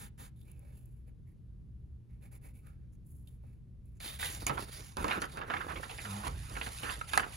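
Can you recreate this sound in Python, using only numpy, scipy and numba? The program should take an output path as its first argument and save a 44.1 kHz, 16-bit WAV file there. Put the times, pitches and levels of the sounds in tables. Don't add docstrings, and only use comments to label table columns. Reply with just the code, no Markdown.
import sys
import numpy as np
from scipy import signal
from scipy.fft import rfft, irfft, next_fast_len
from scipy.io import wavfile
from scipy.ndimage import uniform_filter1d
from numba import njit

SR = 44100
rng = np.random.default_rng(int(sys.argv[2]) if len(sys.argv) > 2 else 0)


def digitize_waveform(pressure):
    field = np.atleast_2d(pressure).T
    bounded = np.clip(field, -1, 1)
    quanta = np.round(bounded * 32767).astype(np.int16)
    wavfile.write(sys.argv[1], SR, quanta)


N = 324983

# time in seconds, relative level in dB, crack and thud offsets in dB,
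# relative level of the crumpling that follows in dB, its t60 in seconds, ring frequency in Hz.
BUCKLES = [(4.003, -40, -4.5, -33, -54, .08, 2120), (4.079, -33, -5, -21.5, -69, 0.18, 3500),
           (4.196, -31.5, -17, -31, -60, .08, 1940), (4.229, -22, -21, -26.5, -50, .2, 1800),
           (4.4664, -21.5, -9, -12, -37, 0.16, 2280), (4.496, -27.5, -17, -1, -35, 0.067, 950),
           (4.574, -29.5, -18, -19, -35.5, 0.092, 1140), (4.823, -45, -14, -22, -72, 0.025, 5230),
           (4.922, -50, -7, -10, -74, .05, 4770), (4.97, -29, -4.5, -4.5, -45.5, 0.18, 770),
           (5.044, -20.5, -17, -8, -47, .11, 1130), (5.082, -30, -4.5, -26, -58, .06, 2640),
           (5.11, -27, -32, -32, -28, 0.058, 2440), (5.157, -33, -18, -9, -66, 0.056, 1280),
           (5.219, -24, -8, -11, -41, 0.14, 1400), (5.24, -26.5, -30, -18, -48, .08, 1460),
           (5.298, -47, -5, -12, -64, .05, 2000), (5.373, -34, -9.5, -6, -47.5, 0.13, 1510),
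           (5.412, -37, -33, -11, -40, 0.12, 1330), (5.5, -27, -32, -13.5, -35, 0.088, 1180),
           (5.538, -21, -32, -21, -35, 0.05, 1580), (5.566, -25.5, -32, -32, -42.5, 0.063, 1650),
           (5.605, -43, -33, -30, -39, .09, 1440), (5.757, -37.5, -30, -21, -40.5, 0.12, 2200),
           (5.831, -32, -22, -27, -41.5, .1, 1610), (5.895, -33, -13, -21, -45.5, 0.13, 2840),
           (5.912, -39.5, -3, -4.5, -53, 0.11, 2280), (5.984, -37.5, -8, -30, -40, 0.095, 1990),
           (6.049, -38.5, 0.5, -13, -39.5, 0.073, 1620), (6.265, -32.5, -26, -5.5, -39.5, 0.1, 1040),
           (6.554, -33, -25, -18, -48, .05, 2020), (6.567, -26, -27, -15.5, -41.5, 0.067, 1350),
           (6.613, -21, -33, -19, -35, 0.068, 2420), (6.665, -29.5, -12, -9.5, -45, 0.096, 1650),
           (6.833, -26, -31, -9.5, -49, 0.11, 2670), (6.892, -29, -16, -17, -38.5, 0.068, 1590),
           (7.013, -26, -24, -34, -49, 0.06, 1300), (7.135, -18.5, -10.5, -29, -33.5, 0.093, 1510),
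           (7.176, -6, -11, -32, -43, 0.086, 1590), (7.197, -17.5, -29, -29, -52, 0.11, 1340)]
# frequency in Hz, relative level in dB.
FLEX_SPECTRUM = [(250, -36.5), (450, -8.5), (700, 2.5), (1000, 0.5), (1400, 3.5), (1900, -7), (2600, -1.5),
                 (3300, -10), (5500, -26.5), (12000, -65)]
CRACK_SPECTRUM = [(1000, -12.5), (2300, 9), (4200, 13.5), (5600, 3), (8000, 8.5), (10500, 10), (12500, -9),
                  (15500, -10)]
FLAP_SPECTRUM = [(90, -0.5), (170, -1.5), (380, 0), (600, -4), (1100, -5.5)]


def buckling():
    times, db, crack_db, thud_db, _, _, hz = np.transpose(BUCKLES)
    knock = colour(bursts(times, db + 6, after=0.085, t60=0.024), FLEX_SPECTRUM)
    ring = rings(times, db - 4, hz, width=700, after=0.16, t60=0.03)
    crack = colour(bursts(times, db + crack_db + 17.5, after=0.11, t60=0.012), CRACK_SPECTRUM)
    thud = colour(bursts(times, db + thud_db + 17, after=0.083, t60=0.21), FLAP_SPECTRUM)
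    return knock + ring + crack + thud


def sliding():
    # start in seconds, length in seconds, relative level in dB, swish resonance in Hz.
    tugs = [(3.998, 0.12, -49, 3700), (4.04, 0.17, -51, 3380), (4.187, .15, -41, 3200),
            (4.296, 0.11, -46, 6800), (4.392, 0.078, -52.5, 4700), (4.463, 0.041, -42, 6250),
            (4.5, 0.12, -57, 2930), (4.58, 0.095, -51, 4560), (4.667, 0.096, -57, 3770),
            (4.715, 0.096, -51, 4900), (4.773, 0.2, -56.5, 6430), (4.96, 0.16, -53, 2450),
            (5.076, 0.13, -50.5, 3370), (5.197, 0.084, -50.5, 5600), (5.273, 0.16, -58, 3970),
            (6.245, 0.05, -45.5, 2700), (6.622, 0.071, -47, 3650), (6.895, 0.072, -45, 3760),
            (7.074, 0.045, -49, 2780), (7.111, 0.13, -43.5, 2580), (7.308, 0.11, -53, 2450)]
    # time in seconds, relative level in dB.
    push = [(5.42, -82), (5.49, -61.5), (6.1, -50), (6.22, -52), (6.33, -57.5), (6.58, -54), (6.88, -48.5),
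            (7.06, -58.5), (7.25, -57.5), (7.369, -54)]
    # frequency in Hz, relative level in dB.
    hiss_spectrum = [(600, -3.5), (900, -4), (1400, -2), (2100, 2), (3200, -1.5), (4500, -3), (5800, -4),
                     (7000, -2.5), (9300, 7.5), (11000, 3.5), (12000, 0.5), (13000, 6.5), (14300, -3),
                     (15500, -5)]
    # time in seconds, share of the hiss that is dulled, from 0 to 1.
    receding = [(4.3, 0.1), (4.5, 0.36), (6.5, 0.75)]
    friction = grains(5000, spread_db=0.5, clump_db=1.77, smooth=0.69)
    tugging = swish = 0
    for start, length, db, hz in tugs:
        tug = from_db(db) * stroke(start, length, skew=0.66, taper=1)
        tugging += tug
        swish += tug * rms_one(steep_band(friction, hz, width=hz / 1.77))
    motion = np.hypot(tugging, gains(push)[0])
    hiss = from_db(4.5) * colour(motion * friction, hiss_spectrum)
    crackles = colour(motion * grains(60, spread_db=4, clump_db=-1.5, smooth=0), CRACK_SPECTRUM)
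    dulled = from_db(3) * signal.sosfiltfilt(signal.butter(2, 11500, fs=SR, output="sos"), hiss)
    away = in_time(receding)[0]
    return (1 - away) * hiss + away * dulled + from_db(-10) * swish + from_db(-9.5) * crackles


def bending():
    # start in seconds, length in seconds, relative level in dB, cavity resonance in Hz.
    slow_bends = [(4.198, 0.12, -47.5, 1800), (4.975, 0.12, -50.5, 1060), (5.073, 0.14, -36.5, 1440),
                  (5.349, 0.075, -51, 1210), (5.459, 0.25, -47, 1420), (5.68, 0.077, -41.5, 1340),
                  (6.065, 0.26, -50, 825), (6.228, 0.062, -47.5, 1124), (6.29, 0.52, -60.5, 1550),
                  (6.818, 0.16, -42.5, 1550), (7.222, 0.039, -39, 1500)]
    starts, lengths, db, bend_hz = np.transpose(slow_bends)
    times, _, _, _, fold_db, t60s, fold_hz = np.transpose(BUCKLES)
    bends = strokes(starts, lengths, from_db(db), skew=0.63, taper=1.21)
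    folds = settling(times, from_db(fold_db), t60s)
    weighted_bends = strokes(starts, lengths, from_db(db) * bend_hz, skew=0.63, taper=1.21)
    weighted_folds = settling(times, from_db(fold_db) * fold_hz, t60s)
    rest = 1e-6
    hz = (weighted_bends + weighted_folds + rest * np.median(fold_hz)) / (bends + folds + rest)
    hz *= np.exp(0.1 * drift(30) - 0.05)
    crumple = grains(1800, spread_db=4, clump_db=0.5, smooth=0.35)
    papery = evened(colour(crumple, FLEX_SPECTRUM), window_s=0.0099)
    hollow = (from_db(-1.5) * bends + folds) * cavity(crumple, hz, width=1130)
    return (from_db(-11.5) * bends + from_db(-2.5) * folds) * papery + hollow


def cavity(x, hz, width):
    turn = 2 * np.pi * hz / SR
    radius = np.exp(-np.pi * width / SR)
    rung = moving_band(moving_band(x, turn, radius), turn, radius)
    return evened(butterworth(rms_one(rung), 1, [500, 4500], "band"), window_s=0.0036)


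def rustling():
    direct = sliding() + bending()
    n = np.arange(N)
    delay_s = 0.001193 * np.exp(0.449 * drift(2.797))
    reflection = np.interp(n - SR * delay_s, n, direct)
    return resonate(direct + 0.51 * reflection)


def swinging():
    # start in seconds, length in seconds, flapping level in dB, puff level in dB.
    swings = [(4.039, 0.079, -53, -66), (4.144, 0.38, -58, -47), (4.367, 0.18, -54.5, -47),
              (4.463, 0.26, -44.5, -43.5), (4.76, 0.11, -52, -51), (4.972, 0.083, -37, -37),
              (5.053, 0.1, -38, -54), (5.125, 0.15, -40.5, -66), (5.317, 0.26, -45, -58),
              (5.51, 0.24, -45.5, -54), (5.647, 0.3, -46, -45.5), (5.918, 0.55, -49.5, -52),
              (6.235, 0.063, -49.5, -42), (6.257, 0.26, -85, -37), (6.483, 0.11, -50.5, -39.5),
              (6.643, 0.1, -71, -42.5), (6.797, 0.35, -51.5, -47), (7.105, 0.23, -41.5, -43)]
    # frequency in Hz, relative level in dB.
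    air_spectrum = [(20, -26), (50, 0.5), (110, -6), (190, -19), (400, -42)]
    starts, lengths, flap_db, air_db = np.transpose(swings)
    flap, air = (strokes(starts, lengths, from_db(db), skew=0.66, taper=1) for db in (flap_db, air_db))
    flutter = colour(flap * grains(500, spread_db=2, clump_db=3.5, smooth=0.43), FLAP_SPECTRUM)
    return flutter + colour(air * rng.standard_normal(N), air_spectrum)


def clink(start_s=4.467):
    # frequency in Hz, initial level in dB, t60 in seconds.
    modes = [(2230, -26.5, 0.024), (6800, -17.5, 0.015), (7570, -27, 0.022), (10670, -20, 0.011),
             (13900, -26, .015)]
    t = np.maximum(np.arange(N) / SR - start_s, 0)
    return sum(from_db(db - 60 * np.minimum(t / t60, 5)) * np.sin(2 * np.pi * hz * t)
               for hz, db, t60 in modes)


def buzz():
    # time in seconds, fundamental in Hz, level in dB.
    shudder = [(6.0, 96.2, -80), (6.04, 103.3, -51), (6.08, 100.6, -41), (6.16, 100.8, -37.5),
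               (6.22, 102.4, -43), (6.27, 100, -68)]
    hz = in_time(shudder)[0] * (1 + 0.0129 * drift(24.6))
    phase = 2 * np.pi * np.cumsum(hz) / SR
    return gains(shudder)[1] * (1.04 * np.sin(phase) + 1.03 * np.sin(2 * phase))


def pen():
    # start in seconds, length in seconds, level in dB.
    pen_strokes = [(-0.03, 0.13, -47.5), (0.175, 0.13, -50.5)]
    # frequency in Hz, relative level in dB.
    pen_spectrum = [(170, 10.5), (330, -5.5), (600, -8.5), (850, -1), (1200, -5.5), (1700, -2.5),
                    (2600, -8), (3600, -9), (5500, -14), (7000, -7.5), (9000, -0.5), (11000, -3.5),
                    (13000, -8), (15500, -12)]
    starts, lengths, db = np.transpose(pen_strokes)
    pressure = strokes(starts, lengths, from_db(db), skew=0.67, taper=1.2)
    return colour(pressure * grains(5000, spread_db=2, clump_db=0, smooth=0.82), pen_spectrum)


def brushing():
    # start and length in seconds, levels of rub, sheen and ring in dB, ring frequency in Hz.
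    rubs = [(0.354, 0.13, -78, -66.5, -78.5, 3400), (0.441, 0.16, -69, -67.5, -74, 2370),
            (0.55, 0.36, -70.5, -71, -76.5, 582), (0.732, 0.14, -101, -68.5, -79, 2560),
            (0.838, 0.24, -84, -75, -96, 2360), (1.063, 0.051, -73, -73, -79, 570),
            (1.257, 0.1, -84, -76.5, -84, 1970), (2.083, 0.12, -78, -82, -86, 1890),
            (2.207, 0.1, -65, -64, -82, 1770), (2.31, 0.084, -61.5, -57, -84, 2110),
            (2.409, 0.13, -64.5, -61, -77, 1890), (2.532, 0.11, -73.5, -64.5, -77, 2230),
            (2.618, 0.15, -70.5, -71, -75, 1250), (2.705, 0.25, -83, -92, -89, 1490),
            (2.917, 0.06, -88, -77, -84, 6500), (3.043, 0.25, -92, -65, -96, 4200),
            (3.243, 0.17, -82, -72, -88, 3060), (3.271, .022, -87, -68, -74, 3280),
            (3.399, 0.22, -75.5, -76, -96, 686), (3.83, 0.17, -87, -78, -93, 2290),
            (3.95, 0.048, -77, -73, -74, 7050)]
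    # time in seconds, relative level in dB, ring frequency in Hz.
    page_ticks = [(0.415, -56, 3330), (0.5164, -47.5, 10000), (0.5937, -55, 11000), (0.858, -52.5, 11250),
                  (2.67, -55, 1460), (3.274, -53, 3200), (3.858, -62, 9700)]
    # frequency in Hz, relative level in dB.
    rub_spectrum = [(300, 4), (500, 3.5), (800, 3.5), (1200, -4), (1800, -3), (2500, 1.5), (3100, -13),
                    (4400, -12), (5500, -17.5), (8000, -23)]
    sheen_spectrum = [(3000, -30), (5500, -19.5), (7500, 2.5), (10000, 11), (13000, 5.5), (15500, -2)]
    friction = grains(4000, spread_db=2.5, clump_db=2, smooth=1)
    rub = sheen = ring = 0
    for start, length, rub_db, sheen_db, ring_db, hz in rubs:
        speed = stroke(start, length, skew=0.65, taper=1.5)
        rub += from_db(rub_db) * speed
        sheen += from_db(sheen_db) * speed
        ring += from_db(ring_db) * speed * rms_one(steep_band(friction, hz, width=hz / 3.5))
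    times, db, hz = np.transpose(page_ticks)
    clicks = colour(bursts(times, db + 16.5, after=0.06, t60=0.008), sheen_spectrum)
    ticks = clicks + rings(times, db - 0.5, hz, width=1100, after=0.5, t60=0.012)
    return colour(rub * friction, rub_spectrum) + colour(sheen * friction, sheen_spectrum) + ring + ticks


def hand_bumps():
    # time in seconds, relative level in dB, ring frequency in Hz.
    bumps = [(1.077, -61, 560), (3.436, -55, 565)]
    times, db, hz = np.transpose(bumps)
    return butterworth(rings(times, db, hz, width=490, after=0.37, t60=0.058), 2, 1300)


def resonate(x):
    # frequency in Hz, bandwidth in Hz, gain of the added band in dB.
    resonances = [(806, 530, -4.5), (3650, 125, -2.5), (4670, 180, -2.5), (6710, 330, -11.5)]
    return x + sum(from_db(db) * band(x, hz, width) for hz, width, db in resonances)


def placed(x):
    # frequency in Hz, left minus right phase in radians.
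    phase_difference = [(60, 0), (330, -.45), (520, -1.2), (720, -2.7), (1100, -3.1), (1600, -4.9),
                        (2300, -6.3), (3100, -7.4), (4200, -6.9), (7150, -6.8), (7750, -3.4), (8800, -2.9),
                        (10500, -.1), (11500, .2), (12600, 2.9), (13700, 3.3), (14700, 6.2)]
    # frequency in Hz, left minus right level in dB.
    balance = [(60, -2), (380, -4), (750, -9), (1300, -8.5), (2200, -5.5), (3400, -7.5), (5000, -7),
               (7300, -6), (7700, 0)]
    size = next_fast_len(N + SR // 10)
    hz = np.arange(size // 2 + 1) * SR / size
    left = from_db(at_hz(balance, hz) / 2) * np.exp(0.5j * at_hz(phase_difference, hz))
    return irfft(rfft(x, size) * np.array([left, 1 / left]), size)[:, :N]


def passing(stereo, below_hz):
    # time in seconds, gain of the left side's lower tones in dB.
    left_gain = [(2.3, 5.5), (4.2, 7), (4.55, -0.5), (5.15, 3), (5.5, 3), (5.9, -3.5), (6.2, -0.5),
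                 (6.8, 0.5), (7.2, -12)]
    left, right = stereo
    lows = butterworth(left, 1, below_hz)
    return np.array([left + lows * (from_db(in_time(left_gain)[0]) - 1), right])


def room(x, t60, wall_hz, onset_s):
    t = np.arange(SR // 2) / SR
    tail = rng.standard_normal((2, len(t))) * from_db(-60 * t / t60) * np.minimum(t / onset_s, 1)
    tail = butterworth(tail / np.linalg.norm(tail[0]), 2, wall_hz)
    return signal.fftconvolve(x[None], tail, axes=1)[:, :N]


def background():
    # frequency in Hz, relative level in dB.
    rumble_spectrum = [(22, -16), (35, -8), (50, -1), (70, 1), (95, -7.5), (130, -6.5), (180, -13),
                       (260, -23), (400, -31), (700, -47.5), (1500, -53), (4000, -59), (8500, -66),
                       (10800, -58.5), (13000, -69), (15000, -80)]
    mid, side = (colour(rng.standard_normal(N), rumble_spectrum) for _ in range(2))
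    side = butterworth(side, 2, 90, "high") * np.array([[1], [-1]])
    hum = from_db(-56) * np.sin(2 * np.pi * 120 * np.arange(N) / SR)
    return from_db(-51.5) * mid + from_db(-57.5) * side + hum


def grains(per_s, spread_db, clump_db, smooth):
    sizes = from_db(spread_db * np.minimum(rng.exponential(1, N), 4)) * rng.choice([-1, 1], N)
    clicks = rms_one(sizes * (rng.random(N) < per_s / SR))
    friction = clicks + smooth * rng.standard_normal(N)
    return rms_one(friction * from_db(clump_db * drift(53)))


def burst(after, t60):
    t = np.arange(SR // 8) / SR
    return (t == 0) + after * from_db(-60 * t / t60) * rng.standard_normal(len(t))


def bursts(times, levels_db, after, t60):
    return superpose(times, [from_db(db) * burst(after, t60) for db in levels_db])


def rings(times, levels_db, pitches, width, after, t60):
    rung = [steep_band(burst(after, t60), hz, width) for hz in pitches]
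    return superpose(times, [from_db(db) * x / np.abs(x).max() for db, x in zip(levels_db, rung)])


def settling(times, heights, t60s, attack_s=0.0048):
    t = np.arange(SR // 3) / SR
    rise = np.minimum(t / attack_s, 1)
    return superpose(times, [h * rise * from_db(-60 * t / t60) for h, t60 in zip(heights, t60s)])


def superpose(times, events):
    out = np.zeros(N + SR)
    for start, event in zip(times, events):
        out[int(start * SR):][:len(event)] += event
    return out[:N]


def stroke(start, length, skew, taper):
    out = np.zeros(N)
    n = np.arange(max(int(start * SR), 0), min(int((start + length) * SR), N))
    progress = np.clip((n / SR - start) / length, 0, 1)
    out[n] = np.abs(np.sin(np.pi * progress ** skew)) ** taper
    return out


def strokes(starts, lengths, heights, skew, taper):
    return sum(h * stroke(s, length, skew, taper) for s, length, h in zip(starts, lengths, heights))


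def drift(rate):
    step, warm_up = 40, 2000
    r = np.exp(-2 * np.pi * step * rate / SR)
    noise = rng.standard_normal(N // step + warm_up + 2)
    slow = signal.lfilter([1], [1, -2 * r, r * r], noise)[warm_up:]
    return np.interp(np.arange(N) / step, np.arange(len(slow)), rms_one(slow))


def colour(x, spectrum, size=8192):
    hz = np.arange(size // 2 + 1) * SR / size
    (low, low_db), (high, high_db) = spectrum[0], spectrum[-1]
    skirted = [(low / 4, low_db - 30), *spectrum, (high * 4, high_db - 30)]
    cepstrum = irfft(np.log(from_db(at_hz(skirted, hz))))
    cepstrum[size // 2:] = 0
    response = irfft(np.exp(2 * rfft(cepstrum)))
    return signal.fftconvolve(x, response / np.linalg.norm(response))[:N]


def band(x, hz, width):
    r = np.exp(-np.pi * width / SR)
    feedback = [1, -2 * r * np.cos(2 * np.pi * hz / SR), r * r]
    return (1 - r * r) / 2 * signal.lfilter([1, 0, -1], feedback, x + 1e-18)


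def steep_band(x, hz, width):
    return band(band(x, hz, width), hz, width)


@njit
def moving_band(x, turn, radius):
    out, state = np.zeros(len(x)), 0j
    for i in range(len(x)):
        state = radius * np.exp(1j * turn[i]) * state + x[i]
        out[i] = state.real
    return out


def butterworth(x, order, hz, kind="low"):
    return signal.sosfilt(signal.butter(order, hz, kind, fs=SR, output="sos"), x)


def evened(x, window_s):
    power = uniform_filter1d(x * x, int(window_s * SR))
    return rms_one(x / np.sqrt(np.abs(power) + 1e-12))


def from_db(db):
    return 10 ** (np.asarray(db) / 20)


def rms_one(x):
    return x / np.sqrt(np.mean(x ** 2) + 1e-20)


def in_time(rows):
    times, *columns = np.transpose(rows)
    return [np.interp(np.arange(N) / SR, times, column) for column in columns]


def gains(rows):
    t = np.arange(N) / SR
    return from_db(in_time(rows)) * ((t >= rows[0][0]) & (t <= rows[-1][0]))


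def at_hz(points, hz):
    frequencies, values = np.transpose(points)
    return np.interp(np.log(hz + 1), np.log(frequencies), values)


def scene():
    rustle = rustling()
    wide_rustle = from_db(-6.5) * butterworth(rustling(), 4, 4200)
    touches = resonate(pen() + brushing() + buckling() + hand_bumps()) + clink()
    early = room(touches, t60=0.015, wall_hz=4400, onset_s=0.0054)
    late = room(rustle + touches, t60=0.24, wall_hz=3200, onset_s=0.014)
    stereo = placed(rustle + touches + swinging()) + placed(wide_rustle) * np.array([[1], [-1]])
    direct = passing(stereo, below_hz=790) + buzz()
    return from_db(-4) * direct + from_db(-8) * early + from_db(-14) * late + background()


def record(dry, cutoff_hz=15750):
    return signal.sosfilt(signal.ellip(10, 0.1, 70, cutoff_hz, fs=SR, output="sos"), dry)


dry = scene()
out = record(dry)
digitize_waveform(out)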